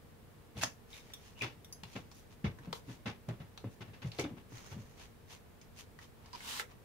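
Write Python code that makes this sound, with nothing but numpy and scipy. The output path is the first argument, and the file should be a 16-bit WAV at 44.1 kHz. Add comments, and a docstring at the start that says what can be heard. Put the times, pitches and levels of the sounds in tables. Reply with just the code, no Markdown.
"""A cardboard flap scrapes and snaps over a soft bump: a makeup carton is pried open with a small steel
tool, close to a stereo microphone in a quiet room where a fan hums. The card buckles and rings, the tool
ticks, and the box and things beside it knock and clatter as they are put down and nudged on the desk.
A sleeve and fingers rustle, and the contents rub out of the carton in short tugs and one long pull."""
import sys
import numpy as np
from scipy import signal
from scipy.fft import rfft, irfft, next_fast_len
from scipy.io import wavfile
from scipy.ndimage import map_coordinates

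SR = 44100
rng = np.random.default_rng(int(sys.argv[2]) if len(sys.argv) > 2 else 0)


def dump_mix(stems):
    """Bounce the given channels to the path in sys.argv[1] as a 16-bit WAV at rate SR."""
    frames = np.atleast_2d(stems).T  # one column per channel
    limited = np.clip(frames, -1, 1)  # hard clip at full scale
    pcm = np.round(limited * 32767).astype(np.int16)
    wavfile.write(sys.argv[1], SR, pcm)


N = 301644

# Levels in the tables are relative; each source sets its own gain.
# room air and microphone hiss: (frequency [Hz], level [dB])
AIR_SPECTRUM = [(12, -46), (20, -0.5), (116, -2), (284, -11), (482, -12.5), (637, -16), (713, -19.5),
                (819, -17.5), (1600, -23), (1740, -22.5), (1950, -24), (3220, -28.5), (3700, -29.5),
                (6120, -34), (15800, -33.5)]
# a small fan humming in the room: (frequency [Hz], level [dB])
FAN_TONES = [(92, -70.5), (232, -74), (434, -77.5), (468, -76.5), (700, -81.5)]
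# likeness of diffuse sound at the two microphones: (frequency [Hz], coherence [0-1])
MIC_COHERENCE = [(25, 0), (70, 0.26), (200, 0.54), (450, 0.13), (900, 0.1), (2000, 0.12), (5000, 0.027),
                 (15000, 0)]
# the room's decay: (frequency [Hz], t60 [s])
ROOM_DECAY = [(150, 0.39), (1000, 0.16), (4000, 0.17), (7000, 0.2), (15000, 0.28)]
# echoes off the desk and nearby furniture: (left delay [s], right delay [s], level [dB])
NEAR_ECHOES = [(.0012, 0.001145, -33), (.0029, .0027, -19.5), (.0046, .0052, -11), (.0083, .0074, -12.5)]
# the arm reaching across: (start [s], rise [s], hold [s], release [s], level [dB])
SLEEVE_MOVE = (4.5, 0.03, 0.15, 0.26, -58)
# the sleeve's cloth: (frequency [Hz], level [dB])
CLOTH_SPECTRUM = [(250, 2.5), (700, 1), (1200, 0.5), (2200, 0), (3500, -5), (5000, -5), (6500, 0),
                  (7600, -12), (11000, -15.5), (16000, -17)]
# bumps on the desk: (time [s], rise [s], thud [dB], knock [dB], knock pitch [Hz], clatter [dB])
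DESK_BUMPS = [(.545, 0.025, -48, -52.5, 164, -59), (.63, 0.0033, -51.5, -50.5, 230, -52),
              (1.412, 0.015, -45.5, -47.5, 302, -42.5), (1.83, 0.0018, -61, -55.5, 149, -69),
              (1.952, 0.0042, -49.5, -45.5, 213, -50), (2.44, .005, -35.5, -39, 161, -45.5),
              (2.583, .008, -59.5, -63, 238, -78), (2.672, 0.0059, -61, -45, 178, -67.5),
              (2.874, 0.014, -48.5, -52, 280, -60.5), (3.055, 0.0072, -42.5, -45, 221, -44),
              (3.282, 0.0052, -42.5, -42, 168, -53.5), (3.397, 0.0043, -47.5, -55, 156, -60),
              (3.638, 0.0049, -43, -45, 206, -61), (3.804, 0.0051, -53, -54.5, 156, -53.5),
              (3.87, 0.015, -53, -62, 166, -67.5), (3.932, .003, -70, -65, 215, -60.5),
              (4.017, 0.003, -56, -61, 252, -54), (4.042, 0.0088, -42.5, -43.5, 155, -64),
              (4.186, 0.0035, -46.5, -40, 366, -47), (4.237, 0.0062, -56, -41, 276, -51.5),
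              (4.308, 0.0053, -53, -49, 191, -70), (4.364, 0.0052, -68, -58.5, 270, -61.5),
              (4.52, 0.0028, -51.5, -63, 300, -68.5), (4.704, 0.017, -51.5, -54, 143, -59),
              (4.755, 0.018, -48, -49.5, 201, -68)]
# modes of the desk top: (frequency [Hz], width [Hz], level [dB])
DESK_MODES = [(80, 33, -24), (106.4, 43, -1.5), (119.2, 15.4, -3)]
# higher modes of a hollow object on the desk: (frequency [Hz], width [Hz], level [dB])
SHELL_MODES = [(236, 22, -1), (323, 49, -0.5), (390.5, 17.5, 1.5), (464, 33, 0), (562, 43, 0),
               (640, 26, -15)]
# modes of a hard case on the desk: (frequency [Hz], width [Hz], level [dB])
CASE_MODES = [(1410, 12, -24), (1453, 12, -31), (1630, 21, -1), (2072, 12, 7.5), (2300, 45, -5),
              (2665, 59, 4), (2900, 54, 8), (3410, 45, 8.5), (3715, 61, 5.5)]
# the case's edges clattering: (frequency [Hz], level [dB])
CLATTER_SPECTRUM = [(70, -65), (250, -3.5), (500, -13), (800, -3), (1300, -4), (2200, -1), (3000, -3.5),
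                    (4600, -5), (6400, -6.5), (7800, -18), (11000, -17), (16000, -29)]
# light taps of the steel tool: (time [s], level [dB])
STEEL_TAPS = [(1.136, -46.5), (1.646, -55.5)]
# the tool's modes: (frequency [Hz], level [dB], t60 before extra damping [s])
STEEL_MODES = [(3430, -3, .12), (3550, 3, 0.14), (5730, 0.5, 0.15), (7650, -27, .12), (9800, -7.5, 0.088),
               (13700, -10, .1), (15420, -27, .1)]
# one brighter clink of small metal: (time [s], level [dB])
CLINK_TAPS = [(1.7255, -47.5)]
# the clink's modes: (frequency [Hz], level [dB], t60 before extra damping [s])
CLINK_MODES = [(4930, -10, 0.077), (5000, 5.5, 0.036), (5870, 1, 0.047), (6350, 2, .11), (10770, -4, 0.08),
               (11100, 2.5, 0.083), (13290, -13, .15)]
# strokes of card, fingers and sleeve: (peak time [s], length [s], level [dB], tilt [dB/octave])
RUB_STROKES = [(0.59, .032, -52.5, 2.5), (.632, 0.026, -39.5, 2), (.958, 0.078, -56.5, 3),
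               (1.109, 0.24, -66.5, 1), (1.265, .09, -63, 2), (1.408, 0.049, -57.5, 0),
               (1.947, 0.11, -60, 2), (2.172, 0.08, -65, 5.5), (2.325, 0.034, -64.5, 1),
               (2.65, 0.05, -62, -4), (2.762, 0.048, -58.5, 7), (2.917, 0.072, -60, 1.5),
               (3.727, .04, -69, 5), (4.076, 0.026, -57.5, 1), (4.159, 0.073, -59.5, 0),
               (4.207, .035, -48, 1.5), (5.019, 0.065, -56.5, .5), (5.328, 0.057, -55, 1.5),
               (5.795, 0.044, -53.5, 2.5), (6.031, .046, -59.5, 1), (6.259, 0.11, -66, -4),
               (6.359, 0.032, -53.5, -1), (6.716, .04, -62.5, -3)]
# rubbed card: (frequency [Hz], level [dB])
CARD_SPECTRUM = [(60, -60), (200, -20), (500, -3.5), (950, 5), (1400, -3), (2600, 1.5), (3700, -2.5),
                 (5000, -5), (6500, -4), (7800, -14), (11000, -15), (16000, -26)]
# card ringing briefly on one resonance: (time [s], rise [s], frequency [Hz], level [dB])
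CARD_RINGS = [(.565, 0.016, 2570, -61), (.612, 0.0068, 2600, -46), (.634, .002, 6400, -48),
              (.921, 0.019, 3700, -57.5), (.925, .015, 2330, -61), (1.35, .022, 2770, -62),
              (1.408, 0.0055, 2500, -42.5), (2.452, 0.0047, 2200, -51.5), (4.193, 0.0032, 2250, -45.5),
              (6.328, 0.0049, 984, -49), (6.33, 0.01, 4800, -58.5)]
# the contents leaving the carton: (start [s], rise [s], hold [s], release [s], level [dB])
PULL_MOVE = (6.395, .095, 0.12, 0.02, -45.5)
# sliding inside the carton: (frequency [Hz], level [dB])
SLIDE_SPECTRUM = [(180, -14), (300, -3), (348, -41), (462, -10), (759, -12.5), (882, 1.5), (1060, 0),
                  (1270, -5), (2050, -5), (2350, -6.5), (2960, -0.5), (12900, -14.5), (15800, -18)]
# snaps of card and fingernails: (time [s], level [dB], panel pitch [Hz], edge pitch [Hz])
CARD_SNAPS = [(.569, -54, 736, 3600), (0.6127, -48, 1510, 4200), (.634, -32.5, 650, 1730),
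              (0.6363, -34, 3400, 6100), (1.101, -60.5, 875, 1950), (1.421, -38, 2010, 2530),
              (1.835, -47, 880, 2920), (2.115, -58, 930, 5200), (2.587, -57, 970, 1730),
              (2.7285, -39.5, 950, 3930), (2.7304, -42, 436, 1020), (3.288, -44, 350, 615),
              (3.576, -49.5, 900, 3800), (4.1175, -51, 2500, 4270), (4.187, -45, 2190, 4230),
              (4.196, -42, 2220, 5940), (4.24, -50.5, 2270, 3400), (4.581, -58.5, 1900, 4240),
              (5.614, -59.5, 2080, 5700), (5.989, -53, 930, 1780), (6.259, -59.5, 990, 4460),
              (6.331, -52, 980, 4700), (6.405, -51.5, 1510, 2060), (6.597, -36, 1390, 2060),
              (6.599, -47.5, 457, 840)]
# card taking the top off a sharp force: (frequency [Hz], level [dB])
CARD_SOFTNESS = [(6800, 0), (7800, -2.5), (16000, -3.5)]

TIME = np.arange(N) / SR
AGE = np.arange(SR // 2) / SR  # seconds into one short event
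HZ = np.fft.rfftfreq(len(AGE), 1 / SR)


def amp(db):
    """Decibels to gain."""
    return 10 ** (np.asarray(db) / 20)


def unit(x, count=None):
    """Scale so that the first count samples have rms 1."""
    return x / np.sqrt(np.mean(x[..., :count] ** 2) + 1e-20)


def along(points, hz):
    """Read (frequency, value) points on a log axis."""
    freqs, values = np.transpose(points)
    return np.interp(np.log(hz + 1), np.log(freqs), values)


def add(track, s, sound):
    """Mix a sound into a track from time s on."""
    start = max(round(s * SR), 0)
    track[..., start:start + sound.shape[-1]] += sound[..., :N - start]


def wobble(rate, size):
    """A smooth random curve with rate knots a second."""
    knots = rng.standard_normal(int(size * rate / SR) + 4)
    return map_coordinates(knots, [np.arange(size) * rate / SR])


def resonance(hz, width, grid=HZ):
    """Causal response of one damped mode."""
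    return 1j * grid * width / (hz * hz - grid * grid + 1j * grid * width)


def tilted(points, tilt=0):
    """A spectrum leaned by tilt dB an octave above 900 Hz."""
    return lambda hz: amp(along(points, hz) + tilt * np.log2(np.maximum(hz, 900) / 3000))


def spread(pair, colour):
    """Colour two unrelated signals and blend them onto the microphones, most alike in the bass."""
    size = pair.shape[-1]
    padded = next_fast_len(size)
    hz = np.fft.rfftfreq(padded, 1 / SR)
    angle = np.arccos(np.clip(along(MIC_COHERENCE, hz), -1, 1)) / 2
    spectrum = rfft(pair, padded) * colour(hz) * [np.cos(angle), np.sin(angle)]
    mid, side = irfft(spectrum, padded)[:, :size]
    return unit(np.array([mid + side, mid - side]))


def friction(colour, size, grain_db, grain_rate):
    """Stereo noise whose strength jumps as fibres catch and let go."""
    return spread(rng.standard_normal((2, size)) * amp(grain_db * wobble(grain_rate, size)), colour)


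def swell(rise, t60):
    """A contact that builds up, then dies away."""
    return (1 - np.exp(-(AGE / rise) ** 2)) * amp(-60 * AGE / t60)


def gesture(move, range_db=15):
    """Gain of a slide that gains range_db over its rise, holds, and loses it over its release."""
    start, rise, hold, release, db = move
    early = np.maximum(start + rise - TIME, 0) / rise
    late = np.maximum(TIME - start - rise - hold, 0) / release
    return amp(db - range_db * (early + late))


def in_room(near, wet_db):
    """A close sound and its tail at each microphone: wall echoes hold up briefly, then die away."""
    hz, t, noise = signal.stft(rng.standard_normal((2, len(AGE))), SR, nperseg=256)
    decay = amp(-60 * np.maximum(t - .018, 0) / along(ROOM_DECAY, hz)[:, None])
    tail = signal.istft(noise * decay, SR, nperseg=256)[1][:, :len(AGE)]
    tail = spread(tail * (1 - np.exp(-AGE / 0.00032)), np.ones_like) / np.sqrt(len(AGE))
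    return near + amp(wet_db) * signal.fftconvolve(np.atleast_2d(near), tail, axes=1)[:, :len(AGE)]


def echoed(direct):
    """Each microphone also hears the nearest surfaces, which comb the sound."""
    out = direct.copy()
    for left, right, db in NEAR_ECHOES:
        add(out[0], left, amp(db) * direct[0])
        add(out[1], right, amp(db) * direct[1])
    return out * amp(-0.88)


def room_tone():
    """Steady low air noise, microphone hiss and the faint, slightly unsteady hum of a fan."""
    air = spread(rng.standard_normal((2, N)), tilted(AIR_SPECTRUM))
    air = signal.sosfilt(signal.butter(2, 32, "high", fs=SR, output="sos"), air)
    hum = np.zeros(N)
    for hz, db in FAN_TONES:
        peak = amp(db + 1.4 * wobble(3.02, N)) * np.sqrt(2)
        hum += peak * np.sin(2 * np.pi * hz * TIME + 1.07 * wobble(6, N))
    return amp(-57.5) * air + hum


def sleeve():
    """Folds of cloth brush over one another in uneven surges, just right of centre."""
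    folds = amp(1.5 + 1.9 * wobble(45, N))
    cloth = friction(tilted(CLOTH_SPECTRUM), N, grain_db=2.5, grain_rate=500)
    return folds * gesture(SLEEVE_MOVE) * cloth * amp([[-.6], [.6]])


def rocking(response, contact):
    """A soft, uneven push on a resonant body: its ringing, evened out and shaped by the contact."""
    ringing = signal.hilbert(irfft(rfft(rng.standard_normal(len(AGE))) * response))
    push = ringing.real / np.abs(ringing) ** 0.98 * contact
    low_cut = signal.butter(5, 58, "high", fs=SR, output="sos")
    return unit(signal.sosfilt(low_cut, push), count=SR // 20)


def case_clatter(contact, tilt):
    """The hard case rattles as its corners touch one after another and ring its modes."""
    def colour(grid):
        modes = sum(amp(db) * resonance(hz, width, grid) for hz, width, db in CASE_MODES)
        return tilted(CLATTER_SPECTRUM, tilt)(grid) * np.abs(1.28 + modes)

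    edges = friction(colour, len(AGE), grain_db=1.0, grain_rate=300)
    rattle = amp(1.64 * wobble(150, len(AGE)))
    return unit(edges * rattle * contact, count=SR // 20)


def desk_bumps():
    """Just left of centre, the hollow object knocks, the case clatters, the desk thuds under the weight."""
    bodies, clatters = np.zeros((2, 2, N))
    desk = sum(amp(db) * np.abs(resonance(hz, width)) ** 2 for hz, width, db in DESK_MODES)
    shell = sum(amp(db) * np.abs(resonance(hz, width)) ** 2 for hz, width, db in SHELL_MODES)
    for s, rise, thud_db, knock_db, knock_hz, clatter_db in DESK_BUMPS:
        decay = .225 + 2.7 * rise  # a slow shove drags on longer
        hardness = clatter_db - knock_db  # harder contact is brighter and rings the shell more
        settle_s = 0.014 + rise
        weight = (1 - np.exp(-AGE / 0.00071)) / np.cosh((AGE - settle_s) / (decay * 0.071))
        thud = amp(thud_db) * rocking(desk, weight)
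        hollow = np.abs(resonance(knock_hz, knock_hz * 0.42)) ** 2
        knock = amp(knock_db) * rocking(hollow, swell(rise * 0.64, decay * 0.76))
        ring = amp(knock_db + 0.43 * hardness - 6) * rocking(shell, swell(rise, decay * 0.96))
        clatter = case_clatter(swell(rise * 0.96, decay * 0.86), tilt=-5 + 0.19 * hardness)
        add(bodies, s, in_room(thud + knock + ring, wet_db=-14.5))
        add(clatters, s, amp(clatter_db + 1.08) * clatter)
    return bodies * amp([[.8], [-.8]]) + echoed(clatters) * amp([[.5], [-.5]])


def metal_ticks(taps, modes, crack_db):
    """A tap on small steel: a tiny crack and a few high modes, roughened by the fingers that hold it."""
    out = np.zeros((2, N))
    damping = swell(rise=0.00033, t60=0.089)
    for s, db in taps:
        ring = amp(crack_db - 60 * AGE / 0.039) * rng.standard_normal((2, len(AGE)))
        for hz, level, t60 in modes:
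            phase = 2 * np.pi * (hz * AGE + rng.random((2, 1))) + wobble(350, len(AGE))
            ring += amp(level - 60 * AGE / t60) * np.sin(phase) * damping
        add(out, s, amp(db + 2.5) * unit(in_room(ring, wet_db=-8.5), count=SR // 100))
    return out


def rubs(rise_share=0.45, lead_s=0.25):
    """Short strokes over card and cloth swell as they speed up, then fade."""
    out = np.zeros((2, N))
    t = AGE - lead_s  # time from the stroke's peak
    for s, length, db, tilt in RUB_STROKES:
        rise, fall = length * rise_share, length * (1 - rise_share)
        stroke = np.where(t < 0, np.exp(-(t / rise) ** 2 / 2), 1 / np.cosh(1.31 * t / fall))
        scrape = friction(tilted(CARD_SPECTRUM, tilt), len(AGE), grain_db=3.0, grain_rate=550)
        add(out, s - lead_s, amp(db + 2.0) * stroke * scrape)
    return out


def card_rings():
    """The card rings briefly on one resonance, after a snap or as it slips."""
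    out = np.zeros((2, N))
    for s, rise, hz, db in CARD_RINGS:
        mode = lambda grid: np.abs(resonance(hz, hz * 0.15, grid)) ** 2
        ring = friction(mode, len(AGE), grain_db=5.5, grain_rate=297)
        envelope = swell(rise, t60=0.092 + 9 * rise)  # a slow rise dies away later
        add(out, s, amp(db) * unit(ring * envelope, count=SR // 20))
    return out


def long_pull():
    """The contents slide along the inside of the carton in one finely grained hiss."""
    hiss = friction(tilted(SLIDE_SPECTRUM), N, grain_db=1.0, grain_rate=550)
    return amp(3.5) * gesture(PULL_MOVE) * hiss * amp([[-.4], [.4]])


def card_snaps():
    """Close to the microphone, card buckles: an impulse and a crackle ring a panel and its stiff edge."""
    out = np.zeros((2, N))
    for s, db, panel_hz, edge_hz in CARD_SNAPS:
        t60 = 0.014 * 2 ** ((-35.5 - db) / 14.5)  # weaker snaps crackle longer
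        slowness = np.clip(t60 / 0.014, .5, 2)  # slow buckling is duller and more crackle than impulse
        crackle = rng.standard_normal((2, len(AGE))) * amp(-60 * AGE / t60)
        force = spread(crackle, np.ones_like) / np.sqrt(len(AGE))
        force[:, 0] += 0.58 / slowness  # the impulse
        panel = resonance(panel_hz, panel_hz * 0.17)
        edge = amp(5.5) * panel_hz / edge_hz * resonance(edge_hz, edge_hz * 0.2)
        tautness = min(panel_hz / 890, 1) ** 2  # low panels are too slack for the full crack
        crack = amp(-19) * tautness * resonance(4000, width=3600)
        card = (panel - edge - crack) * amp(slowness * along(CARD_SOFTNESS, HZ))
        snap = in_room(irfft(rfft(force) * card), wet_db=-5.5)
        add(out, s, amp(db + 1.2) * unit(snap[:, :SR // 3], count=SR // 100))
    return out


def scene():
    """Close handling at the desk, with its early echoes, over the tone of the room."""
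    steel = metal_ticks(STEEL_TAPS, STEEL_MODES, crack_db=0.5)
    clink = metal_ticks(CLINK_TAPS, CLINK_MODES, crack_db=-5)
    bumps = desk_bumps()
    carton = card_snaps() + card_rings() + rubs() + long_pull()
    return bumps + echoed(carton + steel + clink + sleeve()) + room_tone()


def record(dry):
    """The recorder keeps nothing above its band limit."""
    top_hz = 15750
    padded = next_fast_len(N + SR // 2)
    passband = np.fft.rfftfreq(padded, 1 / SR) < top_hz
    return irfft(rfft(dry, padded) * passband, padded)[:, :N]


dry = scene()
out = record(dry)
dump_mix(out)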